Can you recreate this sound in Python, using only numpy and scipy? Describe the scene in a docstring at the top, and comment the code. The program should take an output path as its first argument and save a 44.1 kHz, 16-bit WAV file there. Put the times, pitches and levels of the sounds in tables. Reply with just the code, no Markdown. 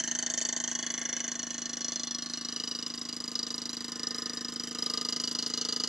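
"""A model steam engine runs on a bench, and its loose crank knocks once a turn, about 26 times a second.
Each knock makes the brass parts clatter and the steel frame ring, and its low thump keeps the base
plate humming. The valve spits and wet steam sputters. The engine is belted to a line shaft, and belts
and bearings rub between the knocks. The workshop murmurs and echoes behind it all as the microphone
moves from the boiler and flywheel to the shaft, over the base and farther back."""
import sys
import numpy as np
from scipy import signal
from scipy.fft import rfft, irfft, next_fast_len
from scipy.io import wavfile
from scipy.ndimage import uniform_filter1d

SR = 44100
rng = np.random.default_rng(int(sys.argv[2]) if len(sys.argv) > 2 else 0)


def to_wav(sig):
    """Store sig (one row per channel, or 1-D mono) as 16-bit WAV at the path in sys.argv[1].

    Samples outside -1..1 are clipped; the rate is SR.
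    """
    pcm = np.clip(np.atleast_2d(sig), -1, 1) * 32767
    pcm = np.round(pcm).astype(np.int16)
    wavfile.write(sys.argv[1], SR, pcm.T)  # frames by channels


N = 259352
TIME = np.arange(N) / SR

# Microphone path: time_s, place (0 boiler, 1 flywheel, 2 line shaft, 3 over the base, 4 farther back)
MIC_PATH = [(0, 1), (.45, 0.5), (.95, 1), (1.25, 1), (1.8, 1.5), (2.25, 2), (3.0, 3.5), (4.6, 3), (5.3, 4),
            (5.88, 4)]
# Echo off the boiler casing: time_s, delay_s
BOILER_ECHO = [(0, 0.0026), (.55, 0.0017), (1.15, 0.002), (1.5, 0.0026), (1.9, 0.0013), (2.2, 0.0022),
               (2.6, 0.0019), (3.3, 0.0021), (3.95, .00317), (5.0, 0.0028), (5.4, 0.0023), (5.88, 0.0018)]
# Echo off the bench: delay_at_boiler_s, delay_farther_back_s, gain_db
BENCH_ECHO = (.0058, .0066, -13)

# Tone colour of the background, the wall echoes and the wet steam: pitch_hz, gain_db
MURMUR_COLOUR = [(20, -3), (45, 1.5), (100, -20), (300, -3), (700, 1.5), (1900, -1.5), (2500, -21),
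                 (3300, 0), (8000, -41), (16000, -78)]
WALL_COLOUR = [(300, -35), (1200, -5.5), (2050, -2), (2450, -24.5), (2850, 4.5), (3700, -2.5), (4700, -1),
               (5400, -0.5), (5900, 7), (6900, -10.5), (7600, -8.5), (8700, -44), (16000, -69)]
SPUTTER_COLOUR = [(200, -60), (900, -16), (1950, -4), (2450, -4), (3100, -1.5), (3800, -7), (4500, 0),
                  (5200, -9), (6200, 2), (7800, -5.5), (9500, -24), (16000, -59)]
# Splashes of wet steam from the cylinder: middle_s, half_length_s, level_db
SPLASHES = [(0.42, 0.042, -48.5), (0.726, 0.015, -53), (1.196, 0.048, -53), (1.565, 0.038, -51)]
# Spells when a loose strip rattles: middle_s, length_s, delay_in_turn_s, pitch_hz, level_db
RATTLES = [(1.046, 0.63, 0.00292, 2040, -49.5), (4.212, 0.77, .0115, 1784, -54)]

# Loudness of each part as the microphone passes, before swells and surges: time_s, level_db
WALL_LEVEL = [(0, -51.5), (1.4, -54), (2.6, -47), (3.1, -52), (4.6, -49.5), (5.2, -44.5), (5.88, -45)]
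VALVE_LEVEL = [(0, -48.5), (.4, -44), (1.198, -55), (2.098, -57), (3.197, -53), (4.5, -52.5),
               (4.997, -49.5), (5.88, -51.5)]
BASE_LEVEL = [(0, -45), (2.8, -46.5), (4.9, -44), (5.88, -44)]
FRAME_LEVEL = [(0.0, -44), (.45, -45.5), (1.15, -46), (1.4, -49.5), (2.2, -54), (3.18, -57.5), (4.08, -52),
               (4.6, -54.5), (5.0, -52), (5.45, -54), (5.88, -52)]
BRASS_LEVEL = [(0, -34.5), (.45, -34.5), (1.5, -40), (2.1, -39), (2.7, -39), (3.05, -40.5), (4.7, -41),
               (5.1, -36), (5.88, -34)]
# Swell of the base plate's upper tones as the microphone passes: time_s, gain_db
UPPER_HUM = [(0, -7), (2.3, 4.5), (2.75, -1), (3.1, -4), (3.5, -2), (4.2, 0.5), (4.95, 1.5), (5.3, 1.5),
             (5.88, 1)]

# The tones each part rings at (wider ones die sooner) and their relative strength at each place:
# pitch_hz, width_hz, boiler_db, flywheel_db, shaft_db, over_base_db
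VALVE_TONES = [(7276, 192, 20.5, 7.5, 0, -0.5), (8080, 400, 11.5, 1, 4, -0.5),
               (8120, 730, -12, -3, 0, -3.5), (10150, 130, 0, -5, -6.5, -17.5),
               (10940, 420, -20, -21, -14, -15.5)]
BASE_TONES = [(92, 22, -19.5, -15.5, -12.5, -18.5), (160.6, 23.2, -10.5, -7.0, -3.5, -10),
              (181.5, 21.0, -15, -7, -4, -10), (236.73, 6.65, 5.5, 7.5, 9, 3.5),
              (285.6, 37.3, -12, -3.5, 0, -6), (332.8, 25.5, -3.5, -2.5, -2, -6),
              (429.0, 15.3, -4, -14.5, -14, -9.5), (462.7, 19.8, -3, -35, -20, -7.0),
              (529, 31.0, -1, -8, -16, -75), (639.3, 31, 7, -8.5, -11.5, -22),
              (676.6, 28.6, 3, -2.5, -18, -15)]
# The same columns, then farther_back_db
FRAME_TONES = [(806, 195, -1, -6, -5, -23.5, -10.5), (1044, 46, -11, -38, -44, -10.0, -8),
               (1409, 67, -6, -4.5, 1.5, -13.5, -8), (1447, 170, -6.5, -4.5, -3, -10.5, -23),
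               (1661, 59, -15, 2.5, -7, -47, -10.5), (1745, 29, -6, -11, 2, -14, -21),
               (1835, 90, -4, 4.5, 1, -17, -14), (2067, 110, 1, 0.5, 5, -13, -3)]
BRASS_TONES = [(2980, 110, -23, -8, -40, -29, -11), (3534, 84, -3.5, -44, -31, -21.5, -10.5),
               (3967, 113, -24, -36, -11.5, -5.5, -7.5), (4200, 52, -27, -14, -3.5, -36.0, -8.5),
               (4306, 29, -20, -20, -9, -33, -28), (4564, 68, -2, -10, -13, -17.5, -5.0),
               (4695, 53, -15, -46, -8.5, -9.5, 0), (4904, 220, -36.0, -42, -8, -0.5, 4),
               (5100, 170, -43, -27, -4.5, -1.5, -1), (5565, 150, -8, -22, -36.0, -36.0, -12),
               (5833, 117, 0.0, 1.5, 2.5, -3.5, -7), (5920, 230, -14, -3.5, -7, -55, -30),
               (6360, 270, -7, 1.5, -10, -23, -7), (6660, 170, 3, -36.0, -44, -50, -10)]
# Single tones that shift as the microphone passes: time_s, pitch_hz, level_db
LOW_PLATE_RING = [(0, 660, -57), (.5, 642, -54.5), (1.0, 654, -56), (1.6, 660, -59), (2.299, 657, -64),
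                  (4.6, 667, -69.5), (5.2, 660, -63), (5.88, 675, -62)]
STRIP_RING = [(0, 1080, -65.5), (.5, 1093, -58.5), (0.849, 1104, -54.5), (1.5, 1112, -58.5),
              (2.0, 1142, -56), (2.6, 1136, -57.5), (3.002, 1110, -60), (5.88, 1240, -66)]
BRACKET_RING = [(0, 1160, -67), (1.7, 1230, -66), (2.6, 1196, -59), (3.05, 1233, -62.5), (3.45, 1200, -54),
                (3.75, 1235, -60.5), (4.15, 1237, -50), (4.6, 1240, -56.5), (4.95, 1207, -48),
                (5.3, 1265, -55), (5.7, 1257, -52), (5.88, 1230, -51)]
LOW_BRASS_RING = [(0, 3020, -39.5), (.55, 3080, -47.5), (0.799, 3335, -46), (1.2, 3490, -51.5),
                  (1.55, 3390, -55.5), (2.1, 3480, -47), (2.35, 2970, -63), (2.6, 2960, -47),
                  (2.85, 2900, -54.5), (3.1, 2720, -82), (4.7, 3086, -54), (5.05, 2981, -48),
                  (5.88, 2940, -52)]

# Short bursts of force within one turn: delay_s, gain_db, decay_s, scatter_db
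VALVE_TICKS = [(.0018, 10.2, 0.0053, 0.98), (0.0174, 5.1, 0.0031, 5.2)]
FRAME_JOLTS = [(0.002, 7.5, 0.0022, 0.41), (.0055, 2.5, 0.0021, 1.4), (0.0098, 8.5, 0.00086, 1.1),
               (0.023, 3, 0.0016, 2.3), (0.035, -5.5, 0.0021, 2.2)]
CRANK_CHATTER = [(.0016, -1, .0008, 4.5), (.0033, -3.5, 0.00086, 4), (.0065, -17, 0.0014, 2.5),
                 (0.0100, -8.5, 0.0008, 3), (0.0196, -18.5, 0.002, -1.5)]
# Engine speed, kept nearly even by the flywheel: time_s, turns_per_s
SPEED = [(0, 26.68), (1.3, 26.51), (4.7, 26.53), (5.88, 26.75)]
# The load rises about once per turn of the big driven wheel: start_s, boost_db
LOAD_SURGES = [(0.31, 1.5), (1.091, 3), (1.801, 5), (2.53, 2), (3.32, 6), (3.999, 6.5), (4.78, 6),
               (5.581, 1)]
# Single knocks that land harder or softer than their neighbours: time_s, gain_db
ODD_KNOCKS = [(1.656, 3.5), (2.033, -0.5), (2.146, 2.5), (2.183, -3.5), (2.712, 1.5), (2.976, -2.5),
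              (3.089, 0.5), (3.239, 2.5), (3.353, 3.5), (3.843, -2.5), (3.956, -2.0), (3.993, -1),
              (4.144, -3.5), (4.22, 2.5), (4.37, 0.5), (4.521, -3.0), (4.559, 2), (4.597, 3), (4.672, -2),
              (4.71, -2), (4.747, -1.5), (4.785, 3.5)]
# Hard rebounds of the crank pin: time_s, gain_db (added to rebound_db)
REBOUNDS = [(0.384, -5.5), (0.4215, -8), (0.574, -11), (1.135, -10), (1.816, -7.5), (1.9305, -14),
            (2.12, -29)]


def from_db(db):
    """Turns decibels into a number to multiply by."""
    return 10 ** (np.asarray(db) / 20)


def in_time(rows):
    """Joins a table's points with straight lines, giving each column a value at every sample."""
    time_s, *columns = np.transpose(rows)
    return [np.interp(TIME, time_s, column) for column in columns]


def keep_band(x, hz, kind, order=2):
    """Keeps the "low" or the "high" side of hz; a higher order cuts more steeply."""
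    return signal.sosfilt(signal.butter(order, hz, kind, fs=SR, output="sos"), x)


def at_level(x, db, block=128, span=39):
    """Brings the level, averaged over a few turns, to db."""
    power = np.add.reduceat(x * x, np.arange(0, N, block)) / block
    power = uniform_filter1d(uniform_filter1d(power, span), span)
    return from_db(db) * x * np.repeat((np.abs(power) + 1e-20) ** -.5, block)[:N]


def coloured(x, colour):
    """Turns each frequency up or down to follow a tone colour table."""
    hz, db = np.transpose(colour)
    size = next_fast_len(N)
    bins_hz = np.maximum(np.fft.rfftfreq(size, 1 / SR), 1)
    gain = from_db(np.interp(np.log(bins_hz), np.log(hz), db))
    return irfft(rfft(x, size) * gain, size)[..., :N]


def clicks(times, gains):
    """Clean, hard blows, one sample long."""
    out = np.zeros(N)
    out[np.clip(np.asarray(times) * SR, 0, N - 1).astype(int)] = gains
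    return out


def contacts(starts, table, rub_db, alike, rise_s=0.00041):
    """Noisy bursts over steady rubbing. The same surfaces meet each turn, so the share `alike` repeats."""
    size = int(.04 * SR)
    age = np.arange(size) / SR
    power = np.full((len(starts), size), from_db(rub_db) ** 2)
    for delay, db, decay, scatter_db in table:
        force = from_db(db + scatter_db * rng.standard_normal((len(starts), 1)))
        burst = np.exp(-np.abs(age - delay) / np.where(age < delay, rise_s, decay))
        power += (force * burst) ** 2
    shape, usual_shape = np.sqrt(power), np.sqrt(power.mean(0))
    grain = rng.standard_normal(size)
    for _ in range(8):   # a hard contact holds all frequencies evenly
        spectrum = rfft(grain * usual_shape)
        grain = irfft(spectrum / np.abs(spectrum), size) / usual_shape
        grain = np.clip(grain / grain.std(), -3, 3)
    blows = shape * (np.sqrt(alike) * grain + np.sqrt(1 - alike) * rng.standard_normal(shape.shape))
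    out = np.zeros(N + 2 * size)
    for start, blow in zip(np.clip(starts * SR, 0, N).astype(int), blows):
        out[start:start + size] += blow
    return out[:N]


def resonate(force, tones):
    """A part rings at steady pitches, each as strong as it is at the microphone's place."""
    place, = in_time(MIC_PATH)
    out = np.zeros(N)
    for k, (hz, width, *dbs) in enumerate(tones):
        gain = np.interp(place, np.arange(len(dbs)), from_db(dbs))
        out += (-1) ** k * gain * signal.lfilter(*signal.iirpeak(hz, hz / width, fs=SR), force)
    return out


def ring(force, hz, width_hz, edge_ratio=2.49):
    """One gliding tone: shift the force down by hz, smooth it, and shift it back up."""
    angle = 2 * np.pi * np.cumsum(hz) / SR
    waves = np.array([np.cos(angle), np.sin(angle)])
    core, edge = np.exp(-np.pi * width_hz / SR), np.exp(-np.pi * edge_ratio * width_hz / SR)
    slow = signal.lfilter([(1 - core) * (1 - edge)], [1, -core - edge, core * edge], force * waves)
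    return slow[0] * waves[0] + slow[1] * waves[1]


def struck(force, tones, waver_db=2.1, pitch_waver=0.0055):
    """A struck part's tones waver a little and change in strength with the microphone's place."""
    moments = np.arange(0, TIME[-1] + 1, .12)
    place = np.interp(moments, *np.transpose(MIC_PATH))
    out = np.zeros(N)
    for k, (hz, width, *dbs) in enumerate(tones):
        louder, higher = rng.standard_normal((2, len(moments)))
        gain = np.interp(place, np.arange(len(dbs)), from_db(dbs)) * from_db(waver_db * louder)
        pitch_hz = np.interp(TIME, moments, hz * (1 + pitch_waver * higher))
        out += (-1) ** k * np.interp(TIME, moments, gain) * at_level(ring(force, pitch_hz, width), 0)
    return out


def single_tone(force, curve, width_hz):
    """A single tone whose pitch and level shift as the microphone passes."""
    hz, db = in_time(curve)
    return at_level(ring(force, hz, width_hz), db)


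def murmur(level_db=-59.5, side_db=-17):
    """The steady background of the workshop, nearly alike on both sides."""
    middle, side = coloured(rng.standard_normal((2, N)), MURMUR_COLOUR)
    return from_db(level_db) * (middle + from_db(side_db) * side * [[1], [-1]]) / middle.std()


def wall_echoes(force, surge_db, first_wall_s=0.0061, fade_s=0.14, surge_share=0.12):
    """The walls return the clatter and fill the gaps between the knocks."""
    age = np.arange(SR // 2) / SR
    tail = rng.standard_normal(len(age)) * from_db(-60 * age / fade_s) * (age > first_wall_s)
    echoes = coloured(signal.fftconvolve(force, tail)[:N], WALL_COLOUR)
    return at_level(echoes, in_time(WALL_LEVEL)[0] + surge_share * surge_db)


def room_scatter(x, fade_s=0.0054, gain_db=-10.5):
    """The room scatters the treble into a very short tail, different at each ear."""
    age = np.arange(SR // 3) / SR
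    tail = rng.standard_normal((2, len(age))) * from_db(-60 * age / fade_s) * (age > .004)
    tail /= np.sqrt(np.sum(tail ** 2, axis=1, keepdims=True))
    return from_db(gain_db) * signal.fftconvolve(keep_band(x, 1770, "high")[None], tail, axes=1)[:, :N]


def with_near_echoes(x, boiler_db=-12):
    """Echoes off the boiler and bench colour the sound; their delays glide as the microphone moves."""
    place, = in_time(MIC_PATH)
    boiler_s, = in_time(BOILER_ECHO)
    near_s, far_s, bench_db = BENCH_ECHO
    bench_s = near_s + (far_s - near_s) * place / place.max()
    boiler, bench = (np.interp(TIME - delay, TIME, x, left=0) for delay in (boiler_s, bench_s))
    return x - from_db(boiler_db) * boiler + from_db(bench_db) * bench


def sputter(steady_db=-53, drops_per_s=860, size_spread_db=5.0):
    """Droplets burst in the leaking steam all the time, and in short splashes when water gathers."""
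    drops = (rng.random(N) < drops_per_s / SR) * rng.choice([-1, 1], N)
    sizes = from_db(size_spread_db * np.minimum(rng.exponential(1, N), 4))
    spray = coloured(drops * sizes, SPUTTER_COLOUR)
    splashes = sum(from_db(db) * np.exp(-((TIME - s) / half_s) ** 2) for s, half_s, db in SPLASHES)
    return (from_db(steady_db) + splashes) * spray / spray.std()


def loose_strips(starts, width_hz=220, contact_s=0.0005, scatter_db=2):
    """For a while a strip shakes free and is tapped at the same point of every turn."""
    out = np.zeros(N)
    for middle, length, delay, hz, db in RATTLES:
        taps = contacts(starts + delay, [(0.00085, 0, contact_s, scatter_db)], rub_db=-24, alike=0.63)
        for _ in range(2):
            taps = signal.lfilter(*signal.iirpeak(hz, hz / width_hz, fs=SR), taps)
        fade = np.cos(np.pi * np.clip((TIME - middle) / length, -.5, .5))
        out += at_level(taps, db) * fade
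    return out


def valve(starts):
    """A thin spit swells and fades at each end of the piston's stroke."""
    ticks = contacts(starts, VALVE_TICKS, rub_db=-21.5, alike=0.14, rise_s=0.0026)
    spit = keep_band(resonate(ticks, VALVE_TONES), 6800, "high", order=4)
    return at_level(keep_band(spit, 12150, "low", order=4), in_time(VALVE_LEVEL)[0])


def wheel_drag(turns_per_s=1.301, peak_s=4.938):
    """The drag of the big driven wheel swings between -1 and 1 as it turns."""
    return np.cos(2 * np.pi * turns_per_s * (TIME - peak_s))


def base_plate(starts, filter_delay_s=0.002607, roughness=0.17, upper_hz=385, swell_db=3.0):
    """A low thump with each knock keeps the plate humming."""
    thumps = clicks(starts - filter_delay_s, from_db(rng.normal(0, 0.2, len(starts))))
    thumps += roughness * thumps.std() * rng.standard_normal(N)
    hum = keep_band(resonate(thumps, BASE_TONES), 49, "high")
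    hum = keep_band(hum, 790, "low", order=3)
    upper = hum
    for _ in range(2):   # filtering forwards, then backwards keeps the upper tones in step with the hum
        upper = keep_band(upper, upper_hz, "high", order=8)[::-1]
    swell = from_db(swell_db * wheel_drag() + in_time(UPPER_HUM)[0])
    return at_level(hum + (swell - 1) * upper, in_time(BASE_LEVEL)[0])


def steel_frame(starts, jolt_db=25, jolt_delay_s=0.001494, swell_db=0.04):
    """Steel strips, a bracket and a low plate tone ring as the crank jolts and shafts and belts rub."""
    jolts = clicks(starts + jolt_delay_s, from_db(jolt_db))
    force = with_near_echoes(jolts + contacts(starts, FRAME_JOLTS, rub_db=-17.5, alike=0.74))
    strips = keep_band(struck(force, FRAME_TONES), 2060, "low", order=8)
    level_db = in_time(FRAME_LEVEL)[0] + swell_db * wheel_drag()
    return (at_level(keep_band(strips, 535, "high"), level_db)
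            + single_tone(force, STRIP_RING, width_hz=47)
            + single_tone(force, BRACKET_RING, width_hz=43)
            + single_tone(force, LOW_PLATE_RING, width_hz=71))


def load_surges(rise_s=0.061, ease_s=0.18):
    """Extra force of the knock in dB: each surge of load comes quickly and eases off."""
    out = np.zeros(N)
    for start, db in LOAD_SURGES:
        age = np.maximum(TIME - start, 0)
        out += db * np.minimum(age / rise_s, 1) * np.exp(-np.maximum(age - rise_s, 0) / ease_s)
    return out


def brass_clatter(force, surge_db):
    """The brass cylinder and boiler ring briefly under the blows of the crank."""
    odd_db = sum(db * ((TIME > s - .003) & (TIME < s + .022)) for s, db in ODD_KNOCKS)
    level_db = in_time(BRASS_LEVEL)[0] + surge_db + odd_db
    clatter = keep_band(struck(with_near_echoes(force), BRASS_TONES), 2720, "high", order=6)
    return at_level(clatter, level_db) + single_tone(force, LOW_BRASS_RING, width_hz=91)


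def turn_starts(jitter_s=.00002):
    """The moment at which each turn of the crank begins."""
    turns = np.cumsum(in_time(SPEED)[0]) / SR
    count = int(turns[-1]) + 1
    return np.interp(np.arange(count), turns, TIME) + rng.normal(0, jitter_s, count)


def crank(starts, blow_db=19, scatter_db=1.5, delay_s=0.00021, rebound_db=26):
    """The loose crank pin crosses its gap, strikes, chatters and now and then rebounds hard."""
    blows = clicks(starts + delay_s, from_db(blow_db + scatter_db * rng.standard_normal(len(starts))))
    chatter = contacts(starts, CRANK_CHATTER, rub_db=-26, alike=0.71, rise_s=.0007)
    time_s, gain_db = np.transpose(REBOUNDS)
    return blows + chatter + clicks(time_s, from_db(rebound_db + gain_db))


def scene(left_lag_s=.000017, side_spit_db=-8):
    """One crank sets the beat for every part; the clatter reaches the left side just after the right."""
    starts, surge_db = turn_starts(), load_surges()
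    blows = crank(starts)
    metal = steel_frame(starts) + brass_clatter(blows, surge_db) + loose_strips(starts) + valve(starts)
    right = metal + wall_echoes(blows, surge_db) + sputter()
    size = next_fast_len(N)
    lag = np.exp(-2j * np.pi * np.fft.rfftfreq(size, 1 / SR) * left_lag_s)   # less than one sample
    left = irfft(rfft(right, size) * lag, size)[:N]
    # part of the spit differs between the ears, so it sounds wide
    side_spit = from_db(side_spit_db) * valve(starts) * [[1], [-1]]
    return np.array([left, right]) + base_plate(starts) + room_scatter(metal) + side_spit + murmur()


def record(dry, cutoff_hz=15900):
    """The highest treble is cut off steeply."""
    return signal.sosfilt(signal.ellip(10, .1, 80, cutoff_hz, fs=SR, output="sos"), dry)


dry = scene()
out = record(dry)
to_wav(out)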